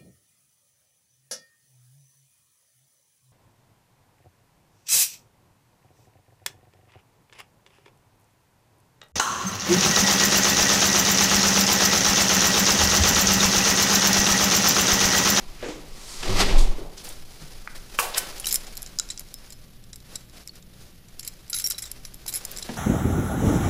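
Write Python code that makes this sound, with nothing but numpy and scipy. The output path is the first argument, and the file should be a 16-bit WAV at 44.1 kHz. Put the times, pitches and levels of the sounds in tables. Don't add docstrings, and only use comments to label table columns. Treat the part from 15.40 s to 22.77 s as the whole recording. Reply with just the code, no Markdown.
import sys
import numpy as np
from scipy import signal
from scipy.fft import rfft, irfft, next_fast_len
from scipy.io import wavfile

SR = 44100
rng = np.random.default_rng(int(sys.argv[2]) if len(sys.argv) > 2 else 0)


def wav_out(sig):
    wavfile.write(sys.argv[1], SR, np.round(np.clip(np.atleast_2d(sig).T, -1, 1) * 32767).astype(np.int16))


N = 325017
T = np.arange(N) / SR

# f/Hz, level/dB
MOTOR_HARMONICS = [(59.6, -60.5), (119.3, -62), (179.5, -66), (238, -82.5)]
# f/Hz, relative spectral level/dB
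VENT_SPECTRUM = [(18, 7.5), (39, -2), (75, -7), (139, -4), (291, -13), (627, -22), (900, -31), (3500, -27),
                 (5200, -38), (7600, -52), (10400, -27.5), (14700, -30.5), (16000, -69)]
JACKET_SPECTRUM = [(88, -47), (150, 9), (193, -5.5), (249, -2), (376, -3.5), (612, -6), (1340, -9),
                   (1500, -16), (1980, -10.5), (2810, -12.5), (4760, -11), (10400, -26.5), (11700, -29),
                   (14200, -31), (16000, -69)]
SLEEVE_SPECTRUM = [(88, -48), (150, -7), (226, -4), (321, -2), (504, -1), (979, -5.5), (1190, -3.5),
                   (3040, -5), (5150, -7), (7920, -13.5), (8730, -14.5), (10200, -10.5), (11500, -19.5),
                   (14800, -14.5), (16000, -65)]
# t/s, level/dB
AIR_RUMBLE = [(0, -39), (.75, -40), (1.03, -13.5), (1.27, -15), (1.42, -32.5), (1.95, -42.5), (3.12, -39.5),
              (4.2, -48), (5.9, -50.5), (7.37, -42)]
# t/s, level/dB, brightness/dB
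JACKET_RUB = [(0, -51, -2), (.19, -54, 0), (.27, -46.5, -6), (.46, -50, -6), (.6, -52, 2), (.815, -49.5, 5),
              (.838, -35.5, -1), (.89, -30, -2.5), (.965, -32, -1), (1.01, -22.5, 1), (1.045, -29, -2.5),
              (1.2, -29, -10), (1.32, -41.5, -6.5), (1.47, -43.5, -16), (1.55, -50.5, -14), (1.62, -82, 0)]
# t/s, level/dB, centre f/Hz, T60/s, scuff re body/dB
KNOCKS = [(.226, -29.5, 420, 0.32, -12.5), (.285, -34, 314, 0.3, -4.5), (0.829, -43.5, 1056, 0.13, 14),
          (1.382, -35, 390, 0.29, -14), (2.016, -37, 140, 0.11, -10), (2.275, -25.5, 1420, 0.022, -18),
          (6.861, -37, 740, 0.016, -12), (7.289, -31, 370, 0.11, -11), (7.29, -34, 172, 0.29, -10),
          (7.292, -33.5, 1610, 0.031, -24)]
# peak t/s, level/dB, lower f/Hz, upper f/Hz, rise/s, fall/s
NOISE_SWELLS = [(.228, -39, 1220, 2820, 0.034, 0.031), (.27, -47, 5430, 7600, 0.04, 0.078),
                (0.721, -41.5, 3900, 9300, 0.099, .14), (1.008, -21.5, 259, 5360, 0.018, 0.024),
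                (1.1, -30, 750, 4700, 0.049, 0.037), (1.186, -30.5, 2570, 8160, 0.0071, 0.046),
                (1.577, -39, 3100, 7050, 0.0033, 0.021), (1.645, -40, 6000, 12900, .005, 0.02),
                (1.691, -32.5, 6470, 12000, 0.0025, 0.0034), (2.597, -22, 4530, 14200, 0.0061, .016),
                (2.627, -30, 700, 13000, .005, 0.042), (2.628, -35.5, 495, 1060, 0.02, 0.11),
                (2.748, -23, 3420, 5250, .004, .0022), (2.776, -27, 480, 3350, 0.022, 0.01),
                (2.783, -18.5, 4430, 13300, .0078, .0077)]
# t/s, level/dB, T60/s
BUMPS = [(0.886, -21.5, 0.55), (.985, -25, 0.77), (1.102, -34, 0.41)]
# f/Hz, spread of f (four standard deviations)/Hz, relative level/dB
HOLLOW_MODES = [(95.5, 4, -1), (196.7, 12, -8), (378, 18.5, -7.5)]
# t/s, level/dB
SLEEVE_RUB = [(1.5, -58.5), (1.6, -57), (2.5, -55), (2.7, -47.5), (2.95, -47), (3.5, -55), (4.4, -65),
              (5.25, -70), (5.7, -65), (6.05, -62), (6.3, -57), (6.8, -60), (7.0, -51.5), (7.37, -49)]
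# peak t/s, level/dB, Gaussian half-width/s
SLEEVE_RUSTLES = [(1.68, -48.5, 0.07), (2.04, -56, 0.052), (2.367, -46, 0.011), (2.547, -48.5, 0.012),
                  (2.82, -45, 0.023), (4.057, -62, 0.038), (4.748, -53.5, 0.057), (4.975, -53, 0.04),
                  (5.169, -57.5, 0.02), (5.412, -60.5, 0.082), (5.87, -61.5, 0.14)]
# f/Hz, bandwidth/Hz, gain/dB
HAND_CAVITY_MODES = [(483, 57, -3.5), (866, 38, 3), (1137, 103, 4.5), (1720, 370, -7.5), (2230, 240, -5.5),
                     (2800, 290, -4), (5460, 900, -23), (7200, 1100, -20)]
# t/s, mid-band level over 10 ms/dB, top band re mid/dB, chatter T60/s
KEY_TOUCHES = [(2.78, -23.5, -6.5, 0.012), (2.981, -45, -4, .017), (2.9983, -38.5, 6, 0.039),
               (3.0448, -37, -7, 0.03), (3.057, -30, -9, 0.025), (3.068, -26, 1.5, 0.084),
               (3.0858, -29.5, -2, 0.037), (3.098, -37, -2, .017), (3.1082, -26.5, -5, 0.093),
               (3.1262, -26, 4, 0.019), (3.142, -26.5, 6.5, 0.064), (3.1569, -23.5, -1.5, 0.0091),
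               (3.268, -45, -10, 0.0096), (3.353, -49, 2, 0.0089), (3.37, -38.5, -3, 0.011),
               (3.3756, -40, 2, .007), (3.4198, -43, 3, .006), (3.428, -41, 4, 0.011),
               (3.4626, -39.5, -17, 0.0073), (3.5875, -25.5, -15, 0.0053), (3.5975, -21.5, -17, 0.0042),
               (3.6882, -42, -12, .018), (3.7026, -30, -19, 0.036), (3.7755, -37.5, -21, 0.0068),
               (3.794, -39, 2.5, .015), (3.941, -39, 0, 0.0038), (4.104, -45, -5, 0.02),
               (4.123, -43.5, -5, 0.032), (4.5303, -41, -16, 0.024), (4.5586, -46.5, 1, 0.007),
               (4.7559, -34.5, -5, 0.019), (5.075, -38.5, -6, 0.012), (5.1548, -52.5, -1, .023),
               (5.7941, -36, -1, .026), (5.829, -42, -10, .07), (5.8485, -43, 1, .04),
               (5.8652, -44, -2, .06), (5.876, -32.5, 0.5, .018), (6.098, -41.5, 9, 0.047),
               (6.130, -27, -15, 0.021), (6.139, -30, -5, 0.072), (6.147, -36, 2, 0.12),
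               (6.164, -33, 0, 0.044), (6.186, -33, 4, 0.044), (6.1981, -31, -1, 0.081),
               (6.22, -40, 3, 0.03), (6.2414, -35.5, 6, 0.065), (6.263, -29.5, -4, .028),
               (6.272, -32.5, 5.5, .016), (6.3003, -31.5, 6, 0.027), (6.3083, -28, -7, 0.018),
               (6.3197, -32.5, -2, 0.025), (6.3812, -32, -2, 0.064), (6.422, -33, -5, 0.068),
               (6.4533, -38, -8, 0.093), (6.5144, -37.5, 4, 0.016), (6.6495, -37, -7, 0.046),
               (6.7426, -48, 6, 0.011), (6.864, -39, -3, 0.028), (6.8781, -30, 1, 0.097),
               (6.9247, -36.5, -5, 0.033), (6.938, -29, 0, 0.13), (6.9563, -33, -1, 0.11),
               (7.0506, -33, 0.5, 0.014), (7.115, -43.5, 6, 0.0076), (7.1637, -39, -22, 0.019),
               (7.173, -36, -6, .007), (7.185, -34.5, -4.5, 0.051), (7.226, -33, -10, 0.021)]
# f/Hz, bandwidth/Hz, gain/dB
BUNCH_MODES = [(1410, 710, -7), (2220, 450, 2), (3290, 360, -2.5), (3910, 110, 7), (4980, 1110, 5.5),
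               (5620, 410, 9), (6050, 170, 6.5), (7330, 620, 9), (8480, 910, 0), (10330, 1270, 1),
               (11300, 170, 2.5), (12500, 1100, -4), (13430, 1040, 0)]
# f/Hz, level re touch/dB, T60/s
NEIGHBOUR_MODES = [(4200, -37, .08), (5060, -43, 0.1), (5210, -7.5, 0.064), (5940, -26, 0.18),
                   (7300, -11, 0.072), (10600, -15, 0.06), (12700, -21, 0.073)]
# t/s, mode name, level/dB, time free/s
FREE_KEYS = [(3.044, "clink", -26.5, 0.0016), (3.07, "ping", -23, 0.0018), (3.59, "tick", -32, .001),
             (3.6, "ping", -32, 0.0026), (3.598, "clank", -36, 0.0027), (3.702, "ping", -28, 0.0018),
             (3.942, "chime", -47, 0.02), (4.125, "chime", -54, .02), (4.532, "ping", -45, .004),
             (4.755, "ping", -35.5, 0.0034), (4.757, "tick", -25, 0.0014), (5.093, "tink", -35, 0.0025),
             (6.098, "shimmer", -41, 0.023), (6.098, "glint", -42, 0.013), (6.129, "clank", -42, 0.016),
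             (6.147, "shimmer", -27, 0.037), (6.134, "ting", -36, 0.068), (6.144, "ping", -27.5, .004),
             (6.148, "glint", -42, .03), (6.176, "ping", -33, .004), (6.242, "bell", -21, .023),
             (6.31, "ping", -30.5, 0.0036), (6.311, "clank", -41.5, 0.0026), (6.346, "ping", -37.5, .004),
             (6.381, "ping", -33.5, .003), (6.421, "shimmer", -32.5, .003), (6.44, "ping", -35, .003),
             (6.65, "shimmer", -48, 0.038), (6.743, "glint", -52, .02), (6.881, "shimmer", -34, .017),
             (6.88, "glint", -37, .015), (6.938, "shimmer", -30, 0.016), (6.957, "shimmer", -22, 0.0067),
             (7.178, "shimmer", -45, 0.054), (7.224, "ping", -34, .004)]
FREE_KEY_MODES = {"clank": (1410, 0.022, -32), "clink": (2950, 0.012, -30), "ping": (3935, 0.033, -28),
                  "tink": (4420, .02, -36), "chime": (5205, 0.21, -30), "bell": (5583, .015, -18),
                  "ting": (6300, .06, -30), "tick": (7600, 0.012, -37), "shimmer": (11020, 0.07, -27),
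                  "glint": (12310, .08, -22)}
# delay/s, amplitude ratio
REFLECTIONS = [(.0026, 0.049), (.0052, 0.12), (.0079, 0.078)]


def from_db(db):
    return 10 ** (np.asarray(db) / 20)


def unit_rms(x):
    return x / np.sqrt(np.mean(x ** 2) + 1e-20)


def curves(rows):
    times, *columns = np.transpose(rows)
    return [np.interp(T, times, column) for column in columns]


def add(out, start_s, sound):
    at = max(round(start_s * SR), 0)
    out[at:at + len(sound)] += sound[:max(N - at, 0)]


def band(x, low_hz, high_hz, order=2):
    return signal.sosfilt(signal.butter(order, [low_hz, high_hz], "band", fs=SR, output="sos"), x)


def resonate(force, modes):
    out = 0
    for k, (hz, width_hz, db) in enumerate(modes):
        radius = np.exp(-np.pi * width_hz / SR)
        feedback = [1, -2 * radius * np.cos(2 * np.pi * hz / SR), radius ** 2]
        gain = (-1) ** k * from_db(db) * (1 - radius ** 2) / 2
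        out = out + gain * signal.lfilter([1, 0, -1], feedback, force + 1e-18)
    return out


def drift(points_per_s):
    return unit_rms(np.interp(T * points_per_s, np.arange(4000), rng.standard_normal(4000)))


def coloured(noise, spectrum, low_hz=15, high_hz=20000):
    size = next_fast_len(N)
    hz = np.maximum(np.arange(size // 2 + 1) * SR / size, 1)
    points_hz, points_db = np.transpose(spectrum)
    gain = from_db(np.interp(np.log(hz), np.log(points_hz), points_db))
    rolloff = np.sqrt((1 + (low_hz / hz) ** 12) * (1 + (hz / high_hz) ** 12))
    return unit_rms(irfft(rfft(noise, size) * gain / rolloff, size)[:N])


def ventilation(air_db=-52.5, waver_db=2.5, wander_rad=0.99):
    hum = 0
    for hz, db in MOTOR_HARMONICS:
        amplitude = np.sqrt(2) * from_db(db + waver_db * drift(5.7))
        hum = hum + amplitude * np.sin(2 * np.pi * hz * T + wander_rad * drift(3.5))
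    return hum + from_db(air_db) * coloured(rng.standard_normal(N), VENT_SPECTRUM)


def air_buffet():
    rumble_db, = curves(AIR_RUMBLE)
    flutter_db = -44.5 + 0.33 * rumble_db
    rumble = unit_rms(band(rng.standard_normal(N), 6, 26, order=3))
    flutter = unit_rms(band(rng.standard_normal(N), 50, 210))
    return from_db(rumble_db) * rumble + from_db(flutter_db) * flutter


def cloth_friction(levels_db, spectrum, grain_db, flutter_db):
    out, pressure = 0, from_db(flutter_db * drift(110))
    bands_hz = ((170, 1000), (1000, 4000), (4000, 16000))
    for level_db, edges_hz in zip(levels_db, bands_hz):
        grains = rng.standard_normal(N) * from_db(grain_db * np.minimum(rng.exponential(1, N), 6))
        out = out + from_db(level_db) * coloured(grains * pressure, spectrum, *edges_hz)
    return out


def jacket():
    db, bright_db = curves(JACKET_RUB)
    body_db, rub_db, hiss_db = db - 1.5, db - 1 + bright_db, db - 1 + 1.5 * bright_db
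    return cloth_friction((body_db, rub_db, hiss_db), JACKET_SPECTRUM, grain_db=1.5, flutter_db=1.23)


def knocks(relative_bandwidth=0.29):
    out, t = np.zeros(N), T[:SR // 2]
    for start_s, db, hz, t60, scuff_db in KNOCKS:
        body_noise, scuff_noise = rng.standard_normal((2, len(t)))
        decay = from_db(-60 * t / t60)
        resonance = resonate(body_noise, [(hz, hz * relative_bandwidth, 0)])
        body = unit_rms(band(resonance, hz / 2, hz * 2, order=1) * decay)
        scuff = unit_rms(band(scuff_noise, 460, 5000) * decay)
        rms = from_db(db) * np.sqrt(np.mean(decay ** 2))
        add(out, start_s, rms * (body + from_db(scuff_db) * scuff))
    return out


def noise_swells(lead_s=0.25):
    out, t = np.zeros(N), T[:SR // 2] - lead_s
    for peak_s, db, low_hz, high_hz, rise_s, fall_s in NOISE_SWELLS:
        swell = np.exp(np.minimum(t / rise_s, -t / fall_s))
        noise = unit_rms(band(rng.standard_normal(len(t)), low_hz, high_hz))
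        add(out, peak_s - lead_s, from_db(db) * swell * noise)
    return out


def hollow_bumps(push_s=0.0071):
    out, t = np.zeros(N), T[:SR // 2]
    onset = 1 - np.exp(-t / push_s)
    for start_s, db, t60 in BUMPS:
        boom = sum(from_db(mode_db) * np.sin(2 * np.pi * (hz + spread_hz / 4 * rng.normal()) * t)
                   for hz, spread_hz, mode_db in HOLLOW_MODES)
        add(out, start_s, from_db(db - 60 * t / t60) * onset * boom)
    return out


def sleeves(firm_db=-52.5):
    power = from_db(curves(SLEEVE_RUB)[0]) ** 2
    for peak_s, db, half_width_s in SLEEVE_RUSTLES:
        power += from_db(db) ** 2 * np.exp(-((T - peak_s) / half_width_s) ** 2)
    rub_db = 10 * np.log10(power)
    body_db = firm_db - 1.5 + 1.12 * (rub_db - firm_db)
    hiss_db = firm_db + 3 + 0.97 * (rub_db - firm_db)
    return cloth_friction((body_db, rub_db, hiss_db), SLEEVE_SPECTRUM, grain_db=3.0, flutter_db=1.9)


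def hand_slap(start_s=2.5885, level_db=-17.5, t60=0.084, crack=13.4):
    out, t = np.zeros(N), T[:SR // 4]
    force = rng.standard_normal(len(t)) * from_db(-60 * t / t60)
    force[0] += crack
    cavity = resonate(force, HAND_CAVITY_MODES)
    add(out, start_s, from_db(level_db) * cavity / cavity[:SR // 100].std())
    return out


def key_contacts(settle_chance=0.5, settle_s=0.0081, strays=16, sort_from_s=2.95, sort_to_s=7.35):
    contacts = list(KEY_TOUCHES)
    for start_s, db, bright_db, t60 in KEY_TOUCHES:
        chance, wait = rng.random(2)
        if chance < settle_chance:
            contacts.append((start_s + settle_s * (0.5 + wait), db - 10.5, bright_db, t60))
    for k in range(strays):
        start_s = sort_from_s + (sort_to_s - sort_from_s) * (k + rng.random()) / strays
        contacts.append((start_s, rng.uniform(-54.5, -53.5), -11, 0.0085))
    return contacts


def key_clicks(chatter=0.445, bounces_per_s=2800, grain_db=4.5, variety_db=3.0, size_spread=0.032):
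    out, t = np.zeros(N), T[:SR // 8]
    bands_hz = ((1000, 3500), (3500, 9000), (9000, 16000))
    usual_t60, usual_db = 0.023, -35
    for start_s, db, bright_db, t60 in key_contacts():
        strengths = rng.standard_normal(len(t)) * from_db(grain_db * rng.uniform(-0.077, 1, len(t)))
        bounces = unit_rms(strengths * (rng.random(len(t)) < bounces_per_s / SR))
        force = chatter * bounces * from_db(-60 * t / t60)
        force[0] += 1
        modes = [(hz * np.exp(size_spread * rng.normal()), width_hz, mode_db + variety_db * rng.normal())
                 for hz, width_hz, mode_db in BUNCH_MODES]
        click = resonate(force, modes)
        looseness = np.log2(t60 / usual_t60)
        low_db = -14 + 2 * looseness - 0.22 * (db - usual_db)
        for edges_hz, share_db in zip(bands_hz, (low_db, 0, bright_db)):
            part = band(click, *edges_hz, order=3)
            rms_over_10ms = np.sqrt(np.sum(part ** 2) / (SR / 100))
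            add(out, start_s, from_db(db + share_db) * part / rms_over_10ms)
        for hz, mode_db, ring_t60 in NEIGHBOUR_MODES:
            ring_db = db + mode_db + bright_db * (hz > 9000) + 0.5 * looseness
            ring_db += variety_db * rng.uniform(-0.88, 1)
            tone = np.sin(2 * np.pi * (hz + 10 * rng.normal()) * t)
            add(out, start_s, from_db(ring_db - 60 * t / ring_t60) * tone)
    return out


def free_keys(sag_db_per_s=110, twin_share=0.3, beat_hz=70, linger_t60=0.67):
    out, t = np.zeros(N), T[:SR // 2]
    for start_s, name, db, free_s in FREE_KEYS:
        hz, caught_t60, linger_db = FREE_KEY_MODES[name]
        free_loss_db = sag_db_per_s * np.minimum(t, free_s)
        caught_loss_db = 60 * np.maximum(t - free_s, 0) / caught_t60
        decay = from_db(-free_loss_db - caught_loss_db)
        linger = from_db(linger_db - 60 * t / linger_t60)
        tone = np.maximum(decay, linger) * np.sin(2 * np.pi * hz * t)
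        twin = decay * np.sin(2 * np.pi * (hz + beat_hz * rng.uniform(0.57, 1.1)) * t)
        add(out, start_s, from_db(db) * (tone + twin_share * twin))
    return out


def near_reflections(x):
    reflected = sum(share * np.interp(T - delay_s, T, x, left=0) for delay_s, share in REFLECTIONS)
    return (x + reflected) / np.sqrt(1 + sum(share ** 2 for _, share in REFLECTIONS))


def hallway(x, low_t60=0.58, treble_t60=0.27, treble_db=-2.5, first_wall_s=0.0068):
    t = T[:SR]
    lows = band(rng.standard_normal(SR), 115, 3400) * from_db(-60 * t / low_t60)
    treble = band(rng.standard_normal(SR), 1700, 16000) * from_db(treble_db - 60 * t / treble_t60)
    tail = (lows + treble) * (t > first_wall_s)
    return signal.fftconvolve(x, tail / np.sqrt(np.sum(tail ** 2)))[:N]


def scene():
    keys = key_clicks() + free_keys()
    blows = knocks()
    swells = near_reflections(noise_swells())
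    slap = hand_slap()
    clothes = near_reflections(jacket() + sleeves())
    echoes = hallway(from_db(-20) * keys + from_db(-13) * blows
                     + from_db(-11.5) * swells + from_db(-15) * slap)
    return keys + blows + swells + slap + hollow_bumps() + clothes + echoes + air_buffet() + ventilation()


def record(dry, cutoff_hz=15700):
    return signal.sosfilt(signal.ellip(10, 0.2, 80, cutoff_hz, fs=SR, output="sos"), dry)[None]


dry = scene()
out = record(dry)
wav_out(out)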